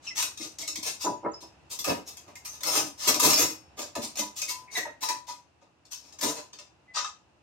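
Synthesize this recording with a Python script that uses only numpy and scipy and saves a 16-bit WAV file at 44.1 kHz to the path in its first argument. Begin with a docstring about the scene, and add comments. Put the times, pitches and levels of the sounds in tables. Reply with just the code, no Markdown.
"""Close stereo microphones in a cluttered garage, a faint outdoor hush underneath throughout.
First someone steps about: loose plastic floor tiles thud, clack and chatter in bursts of tiny contacts,
rubbing parts squeak as uneven slips, and jolted metal parts ring as decaying modes. Meanwhile a steel gas tank rocks,
then knocks twice into its mount on a truck bed: soft pushes ring its shell modes over a dead rub.
Then the stepping goes on alone. Every close sound carries a short, dense tail of decaying noise."""
import sys
import numpy as np
from scipy import signal
from scipy.fft import rfft, irfft
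from scipy.io import wavfile

SR = 44100
rng = np.random.default_rng(int(sys.argv[2]) if len(sys.argv) > 2 else 0)


def store_pcm(level_fs):
    """Save levels as 16-bit WAV."""
    pcm = np.round(np.clip(level_fs, -1, 1) * 32767).astype(np.int16)
    wavfile.write(sys.argv[1], SR, np.atleast_2d(pcm).T)


N = 327529
SIZE = 24576  # samples in one sound event with its tail
TOP_HZ = 16000
HZ = np.maximum(np.fft.rfftfreq(SIZE, 1 / SR), 1)
AGE = np.arange(SIZE) / SR  # seconds since the event began


def amp(db):
    """Decibels to gain."""
    return 10 ** (np.asarray(db) / 20)


def curve(table, s):
    """Value at time s of a curve joined by straight lines."""
    return np.interp(s, *np.transpose(table))


def colour(table, hz):
    """Gain of a (Hz, dB) table, joined on a log-frequency axis."""
    table_hz, db = np.transpose(table)
    return amp(np.interp(np.log(hz), np.log(table_hz), db))


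def lowpass(hz, edge_hz, order):
    """Gain of a smooth low-pass; swapping the frequencies makes it a high-pass."""
    return 1 / np.sqrt(1 + (hz / edge_hz) ** (2 * order))


def causal(gain):
    """The minimum-phase response with this gain: it starts at once and rings afterwards."""
    cepstrum = irfft(np.log(gain + 1e-6))
    cepstrum[1:SIZE // 2] *= 2
    cepstrum[SIZE // 2 + 1:] = 0
    return np.exp(rfft(cepstrum))


def later(s):
    """Spectrum of a delay of s seconds, in whole samples."""
    bins = np.arange(SIZE // 2 + 1)
    return np.exp(-2j * np.pi * bins * round(s * SR) / SIZE)


def energy(spectrum, db):
    """Scale a sound so that its energy, packed into 10 ms, has this level."""
    total = 2 * np.mean(np.sum(np.abs(spectrum) ** 2, axis=-1)) / SIZE
    return spectrum * amp(db) * np.sqrt(.01 * SR / total)


def add(out, s, spectrum, pan_db):
    """Mix a sound in at time s, its left channel pan_db above its right."""
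    start = max(int(s * SR), 0)
    sound = irfft(spectrum)[:, :N - start]
    out[:, start:start + SIZE] += sound * amp(np.array([[pan_db], [-pan_db]]) / 2)


def stereo(mid, side, hz, apart_hz=520):
    """Two close microphones in a diffuse field: alike in the bass, unrelated in the treble."""
    alike = np.clip(0.8 / (1 + (hz / apart_hz) ** 2), 0, 1)
    return mid * np.sqrt(1 + alike) + side * np.sqrt(1 - alike) * np.array([[1], [-1]])


def garage(direct_db, t60=0.27, t60_top=0.2, low_extra_db=-25, split_hz=1500, top_hz=10000):
    """Paths from one spot to both microphones: the direct sound over dense, decaying reflections."""
    noise = rng.standard_normal((2, SIZE))
    dull = lowpass(HZ, split_hz, order=1) ** 2
    below_top = lowpass(HZ, top_hz, order=4) ** 2
    # the lows decay slightly stronger, at one rate
    lows = rfft(noise * (amp(-60 * AGE / t60) + amp(low_extra_db - 60 * AGE / t60)))
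    # the top treble dies away sooner
    treble = rfft(noise * amp(-60 * AGE / t60))
    top = rfft(noise * amp(-60 * AGE / t60_top))
    highs = below_top * treble + (1 - below_top) * top
    mid, side = dull * lows + (1 - dull) * highs
    tail = stereo(mid, side, HZ)
    lag = rng.integers(0, 7, (2, 1))  # samples to each microphone
    direct = np.exp(-2j * np.pi * HZ * lag / SR)
    return energy(tail, 0) + energy(direct, direct_db)


def contacts(length, per_s, scatter_db, count=256):
    """A burst of tiny impacts of uneven size that swell as the weight comes on and fade as it settles."""
    when = rng.random(count)
    size = rng.standard_normal(count)
    sign = rng.choice([-1, 1], count)
    many = np.clip(3 + per_s * length, 3, count)
    phase = np.clip((np.arange(count) + when) / many, 0, 1)
    impacts = np.sin(np.pi * phase) ** 2 * amp(scatter_db * size) * sign
    push = np.zeros(SIZE)
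    np.add.at(push, (phase * length * SR).astype(int), impacts)
    return rfft(push)


# Tone of the air outside, heard from the garage. Each row: frequency in Hz, relative density in dB per Hz.
HUSH_COLOUR = [(18, -51), (30, -51.5), (66, -1.5), (239, -11.5), (319, -7), (415, -14), (866, -10.5),
               (1100, -15), (2200, -23), (2650, -16), (3200, -25.5), (16000, -34.5)]
# How loud that air is at the microphones. Each row: time in seconds, level in dB.
HUSH_LEVEL = [(0, -59), (4.5, -59), (5.75, -66), (6.2, -62.5), (7.4, -64.5)]


def hush():
    """Faint air from the open door: shaped noise whose level slowly drifts."""
    hz = np.maximum(np.fft.rfftfreq(N, 1 / SR), 1)
    shape = colour(HUSH_COLOUR, hz) * lowpass(hz, 7600, order=4)
    mid, side = rfft(rng.standard_normal((2, N)))
    air = irfft(stereo(mid, side, hz) * shape, N)
    return air / air.std() * amp(curve(HUSH_LEVEL, np.arange(N) / SR))


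# Loose metal parts jolted in the garage.
# Each row: start in seconds, pitch in Hz, time to fall 60 dB in seconds, level in dB (energy per 10 ms).
METAL_PINGS = [(0.405, 2140, 0.1, -48.5), (0.628, 2190, 0.059, -42.5), (0.675, 2170, 0.057, -45),
               (0.757, 2214, 0.053, -41.5), (0.87, 2134, 0.08, -42), (1.047, 6760, 0.085, -30),
               (1.062, 985, 0.19, -22.5), (3.085, 5370, 0.17, -28), (3.39, 5400, 0.42, -26.5),
               (4.218, 983, 0.25, -32.5), (4.418, 2507, 0.19, -34.5), (4.482, 2190, 0.15, -35),
               (4.496, 1005, 0.5, -34.5), (4.854, 926, 0.03, -35.5), (5.029, 987, 0.17, -27),
               (5.088, 981.5, 0.23, -24.5), (5.281, 975, 0.16, -31.5), (6.532, 3610, 0.11, -50),
               (6.587, 3590, 0.18, -53), (7.046, 1234, 0.017, -30)]
# Modes of such a part. Each row: ratio to the pitch, relative level in dB.
METAL_MODES = [(0.9, -12.5), (1, -3.5), (1.258, -25.5)]


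def pings(build_cycles=8, flutter=0.32, flutter_hz=110):
    """A jolt rings loose metal: the tone builds over a few cycles, flutters on its seat and dies away."""
    out = np.zeros((2, N))
    for s, hz, t60, db in METAL_PINGS:
        steps = SIZE // 64
        shiver = np.interp(AGE * flutter_hz, np.arange(steps), rng.standard_normal(steps))
        ring = sum(amp(mode_db) * np.sin(2 * np.pi * ratio * hz * AGE) for ratio, mode_db in METAL_MODES)
        build = 1 - np.exp(-AGE * hz / build_cycles)
        swell = build * amp(-60 * AGE / t60) * (1 + flutter * shiver)
        add(out, s, energy(rfft(ring * swell) * garage(direct_db=3.0), db), 0)
    return out


# Rubbed parts that squeak and flexing tiles that groan, near the microphones.
# Each row: start in seconds, length in seconds, final pitch in Hz, level in dB (energy per 10 ms),
# glide as the share by which the pitch starts higher, rasp as a ratio to the tone.
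RUBBED_SQUEAKS = [(0.065, 0.033, 2560, -34, 0.11, 1.7), (0.069, 0.042, 5416, -31.5, 0.021, 2.7),
                  (0.104, 0.019, 2026, -39, 0.048, 0.45), (1.315, 0.025, 6920, -50.5, 0.026, 6.1),
                  (1.335, 0.016, 5240, -39.5, 0.012, 1.4), (1.418, 0.061, 5230, -46, 0.013, 0.89),
                  (2.355, 0.014, 2103, -43.5, 0.03, 1.4), (2.449, 0.15, 6100, -35, 0.0044, 2.4),
                  (2.791, 0.11, 273, -33, 0.31, 1.0), (3.322, 0.053, 5330, -16, 0.022, 0.59),
                  (3.35, 0.032, 4580, -26, 0.03, 0.7), (3.971, 0.048, 209, -31.5, 0.36, 1.05),
                  (4.183, 0.06, 196, -38.5, 0.36, 0.59), (4.673, 0.051, 2184, -44.5, 0.01, 0.66),
                  (4.747, 0.062, 1874, -23.5, 0.13, 0.52), (4.751, 0.0095, 3800, -30, 0.055, 1),
                  (4.792, 0.16, 1885, -35, 0.027, 0.42), (6.87, 0.11, 2004, -47, 0.01, 0.35),
                  (6.957, 0.082, 1235, -28.5, 0.011, 0.8)]


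def squeaks(waver=0.0083, ring_t60=0.045, linger_db=-17, linger_t60=0.23):
    """Uneven slips pump one resonance: rough and sagging in pitch while they last, then a clean ring."""
    out = np.zeros((2, N))
    for s, length, hz, db, glide, rasp in RUBBED_SQUEAKS:
        phase = np.clip(AGE / length, 0, 1)
        slip = np.sin(np.pi * np.sqrt(phase)) ** 2
        decay = amp(-60 / (ring_t60 * SR))
        swell = signal.lfilter([1 - decay], [1, -decay], slip)
        # a faint ring lingers after the slip
        swell = swell + swell.max() * phase * amp(linger_db - 60 * AGE / linger_t60)
        wobble, grip = (np.interp(AGE, AGE[::64], row) for row in rng.standard_normal((2, SIZE // 64)))
        pitch = hz * (1 + glide * (1 - phase) ** 2 + waver * rasp * wobble * slip)
        rough = rasp * grip * slip * swell.max()
        tone = rfft((swell + rough) * np.sin(2 * np.pi * np.cumsum(pitch) / SR))
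        without_rumble = causal(lowpass(130, HZ, order=2))
        add(out, s, energy(tone * without_rumble * garage(direct_db=-0.5), db), 1)
    return out


# After a sole or a joint presses it, the tile settles: the pause, the length, the level against the press.
SETTLE_GAP_S, SETTLE_S, SETTLE_DB = 0.012, 0.045, -21


def roll(length, per_s=1400, scatter_db=4.5):
    """A tile is pressed through many small contacts, then settles back with a weaker rattle."""
    press = energy(contacts(length, per_s, scatter_db), 0)
    settle = energy(contacts(SETTLE_S, per_s, scatter_db), SETTLE_DB)
    return press + settle * later(length + SETTLE_GAP_S)


# A step: the edge of the shoe taps, the sole rolls down, and the weight comes on and holds a little longer.
TAP_S, TAP_DB, ROLL_AFTER_S = 0.012, -6.5, 0.0083
WEIGHT_AFTER_S, WEIGHT_HOLD_S = 0.0079, 0.011
# A snap: the length of its press, and the moment after which the tile drops onto the floor.
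SNAP_S, SNAP_DROP_S = 0.008, 0.01
# Footfalls landing on the edge of the shoe, on the garage tiles. Each row: start in seconds,
# length of the roll in seconds, chatter level in dB, thud level in dB (both energy per 10 ms).
EDGE_STEPS = [(0.37, 0.1, -29, -44.5), (0.582, 0.048, -30.5, -43.5), (0.825, 0.068, -22.5, -39.5),
              (1.84, 0.08, -25, -19.5), (3.193, 0.094, -10.5, -18), (3.327, 0.13, -12, -22.5),
              (4.167, 0.034, -21.5, -31.5), (4.752, 0.024, -26.5, -33), (4.849, 0.0029, -88, -36.5),
              (6.207, 0.038, -21, -24)]
# A sole sliding over the tiles. Each row: start in seconds, length of the press in seconds,
# chatter level in dB, thud level in dB (both energy per 10 ms).
SOLE_SCUFFS = [(0.005, 0.11, -39.5, -61), (0.143, 0.082, -19.5, -50), (0.987, 0.076, -26.5, -61),
               (1.397, 0.038, -43.5, -59), (1.692, 0.059, -29.5, -49), (2.05, 0.062, -35, -54),
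               (2.254, 0.059, -53.5, -47), (2.44, 0.034, -32.5, -76), (2.502, 0.073, -41, -58),
               (2.633, 0.089, -20, -32), (2.687, 0.14, -15, -27), (2.958, 0.17, -22.5, -45),
               (3.064, 0.043, -13, -25), (3.273, 0.049, -15.5, -25.5), (3.763, 0.053, -31, -34.5),
               (3.999, 0.069, -28, -41.5), (4.35, 0.065, -28.5, -78.5), (4.471, 0.047, -25, -50.5),
               (4.699, 0.073, -34.5, -51), (5.002, 0.06, -25.5, -46), (5.26, 0.059, -35.5, -52.5),
               (5.606, 0.03, -63.5, -56), (5.9, 0.051, -32, -75), (5.959, 0.19, -47.5, -57),
               (6.237, 0.082, -24.5, -29), (6.335, 0.077, -36, -37.5), (6.933, 0.075, -23, -46)]
# A joint between two tiles snapping as the load shifts. Each row: start in seconds,
# chatter level in dB, thud level in dB (both energy per 10 ms).
JOINT_SNAPS = [(0.222, -23, -47.5), (0.583, -34, -50), (0.674, -25.5, -46), (0.754, -29.5, -50),
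               (1.787, -28, -49), (1.84, -27, -52), (2.167, -40.5, -59), (2.352, -42, -78),
               (2.604, -39, -50), (2.63, -27, -45), (3.14, -23, -29.5), (3.815, -33, -43.5),
               (3.951, -32, -28.5), (4.153, -36.5, -42.5), (4.414, -25, -49), (5.085, -25.5, -40.5),
               (5.85, -53.5, -71.5), (6.121, -46.5, -56), (6.184, -38.5, -49), (6.528, -43.5, -55),
               (6.585, -41, -53.5), (7.042, -34, -65)]


def footwork():
    """Every step, scuff and snap: its time, what shakes the joints, what loads the tile, both levels."""
    for s, length, chatter_db, thud_db in EDGE_STEPS:
        tap = energy(contacts(TAP_S, per_s=1200, scatter_db=2.0), TAP_DB)
        sole = roll(length) * later(ROLL_AFTER_S)
        weight = roll(length + WEIGHT_HOLD_S) * later(WEIGHT_AFTER_S)
        yield s, tap + sole, weight, chatter_db, thud_db
    for s, length, chatter_db, thud_db in SOLE_SCUFFS:
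        sole = roll(length)
        yield s, sole, sole, chatter_db, thud_db
    for s, chatter_db, thud_db in JOINT_SNAPS:
        joint = roll(SNAP_S)
        yield s, joint, joint * later(SNAP_DROP_S), chatter_db, thud_db


def uneven_colour(patchy_db=2.5, from_hz=900, count=90):
    """Each burst gets a random uneven colour in narrow bands above the thud."""
    bands = np.linspace(np.log(from_hz), np.log(TOP_HZ), count)
    return causal(amp(patchy_db * np.interp(np.log(HZ), bands, rng.standard_normal(count))))


# Low resonances of the tiles. Each row: frequency in Hz, width in Hz, relative level in dB before the low lift.
LOW_RESONANCES = [(301.3, 33.5, -3.5), (449.5, 24, -8), (591, 36, -3), (983, 58, 1), (1233, 42, 0.5),
                  (1740, 17, -5.5), (2095, 170, -11.5), (2577, 170, -9.5)]
# High resonances of the tiles. Each row: frequency in Hz, width in Hz, relative level in dB before the high lift.
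HIGH_RESONANCES = [(3810, 180, -9.5), (4580, 70, -11), (5355, 80, 2.5), (6100, 270, -2), (6670, 90, 0.5),
                   (7460, 130, -10.5), (8940, 160, 1.5)]
# Broad colour of the clatter under those resonances. Each row: frequency in Hz, relative level in dB.
BROAD_COLOUR = [(40, -41), (90, -23.5), (165, -27), (290, -15), (720, -3.5), (1500, -8.5), (3000, -11.5),
                (4200, -6), (5700, -2.5), (8500, -6), (10500, -11), (12200, 2), (14000, -12.5),
                (15500, -11)]
# Where the feet are across the two microphones. Each row: time in seconds, chatter left minus right in dB.
FEET_PLACE = [(0, 3.5), (1.8, 3.5), (3.3, 3), (4.2, 2), (5.2, 9), (6.3, 4.5), (7, 6.5)]
# Brightness of the clatter in the top octave, dullest at the end.
# Each row: time in seconds, gain in dB before the burst's own level is counted in.
TOP_BRIGHTNESS = [(0, -17), (1.9, -8.5), (2.1, -5), (2.45, -4.5), (2.65, -11.5), (5.1, -12.5), (6.3, -12),
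                  (7, -35)]
# Clack as the feet move to other tiles. Each row: time in seconds, level against the chatter in dB.
CLACK_LEVEL = [(0.2, -11.5), (0.6, -25.5), (0.85, -13), (1.7, -20.5), (2.7, -9), (4.4, -19), (5.1, -5.5),
               (6, -18), (7, -4)]
CLACK_OVER_THUD_DB = -4.5  # the tile edges also clack in step with the thud


def tiles(thud_hz=750, chatter_hz=2800, low_ring_db=5, high_ring_db=0, top_per_db=0.36,
          flex_hz=850, softening=0.66, usual_load_db=-31):
    """Each burst shakes the tiles: weight gives the thud, edges clack, and loose joints chatter."""
    power = colour(BROAD_COLOUR, HZ) ** 2
    for peaks, ring_db in ((LOW_RESONANCES, low_ring_db), (HIGH_RESONANCES, high_ring_db)):
        for hz, width, db in peaks:
            power = power + amp(db + ring_db) ** 2 / (1 + (2 * (HZ - hz) / width) ** 2)
    body = np.sqrt(power) * lowpass(78, HZ, order=3)
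    thud = causal(body * lowpass(HZ, thud_hz, order=5))
    clack = causal(body * lowpass(thud_hz, HZ, order=5) * lowpass(HZ, chatter_hz, order=5))
    chatter = causal(body * lowpass(chatter_hz, HZ, order=5))
    top = lowpass(8880, HZ, order=5) ** 2
    out = np.zeros((2, N))
    for s, shake, load, chatter_db, thud_db in footwork():
        paths = garage(direct_db=-9.0) * uneven_colour()
        burst = shake * paths
        clack_with_chatter = amp(chatter_db + curve(CLACK_LEVEL, s))
        clack_with_thud = amp(thud_db + CLACK_OVER_THUD_DB)
        clack_db = 20 * np.log10(np.hypot(clack_with_chatter, clack_with_thud))
        # louder bursts get more top octave, quieter ones are duller
        top_db = curve(TOP_BRIGHTNESS, s) + top_per_db * (chatter_db + 32.0)
        bright = chatter * amp(top_db * top)
        # a heavier load flexes the tile for longer, so its thud is deeper
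        load_hz = flex_hz * amp(-softening * (thud_db - usual_load_db))
        flex = causal(lowpass(HZ, load_hz, order=1))
        dull_part = energy(load * paths * thud * flex, thud_db) + energy(burst * clack, clack_db)
        add(out, s, dull_part, 0)
        # only the treble leans to one side
        add(out, s, energy(burst * bright, chatter_db), curve(FEET_PLACE, s))
    return out


# The tank meeting its mount on the truck bed, close to the microphones. Each row: start in seconds,
# level in dB (energy per 10 ms), softness as the frequency in Hz above which the blow fades.
TANK_KNOCKS = [(0.398, -37.5, 300), (0.441, -46, 300), (0.772, -41, 300), (1.042, -26.5, 1200),
               (1.051, -28, 450), (1.058, -29, 1200), (1.082, -29, 650), (1.104, -34.5, 495),
               (1.228, -34, 806), (1.246, -22, 1500), (1.263, -33, 420), (1.424, -43, 900)]
# Modes of the steel shell. 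Each row: frequency in Hz, relative level in dB, time to fall 60 dB in seconds.
SHELL_MODES = [(296, -11, 0.11), (320, 1, 0.12), (446, -14, 0.17), (581, 0, 0.16), (649, -4.5, 0.15),
               (817, 0.5, 0.11), (977, 10.5, 0.073), (1251, -2, 0.12), (1353, -19, 0.081),
               (2130, 1.5, 0.06)]


def tank(mount_db=-3, mount_hz=1500, build_s=0.006, rub_s=0.0335):
    """Each padded blow softly rings the steel shell; the tank's foot rubs in the mount with a dead thump."""
    ring = sum(amp(db - 60 * AGE / t60) * np.sin(2 * np.pi * hz * AGE) for hz, db, t60 in SHELL_MODES)
    shell = energy(rfft(ring * (1 - np.exp(-AGE / build_s))), 0)
    dead = causal(lowpass(HZ, mount_hz, order=4) * lowpass(240, HZ, order=2))
    out = np.zeros((2, N))
    for s, db, soft_hz in TANK_KNOCKS:
        blow = causal(lowpass(HZ, soft_hz, order=3))
        mount = energy(dead * contacts(rub_s, per_s=600, scatter_db=3.5), mount_db)
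        add(out, s, energy(blow * (shell + mount) * garage(direct_db=1.5), db), 0)
    return out


def scene():
    """Everything in the garage, from the air outside to the tank."""
    return hush() + pings() + squeaks() + tiles() + tank()


def record(dry):
    """A steep low-pass removes everything above the top frequency."""
    steep_cut = signal.ellip(10, .2, 80, TOP_HZ, fs=SR, output="sos")  # 0.2 dB ripple, 80 dB down
    return signal.sosfilt(steep_cut, dry)


dry = scene()
out = record(dry)
store_pcm(out)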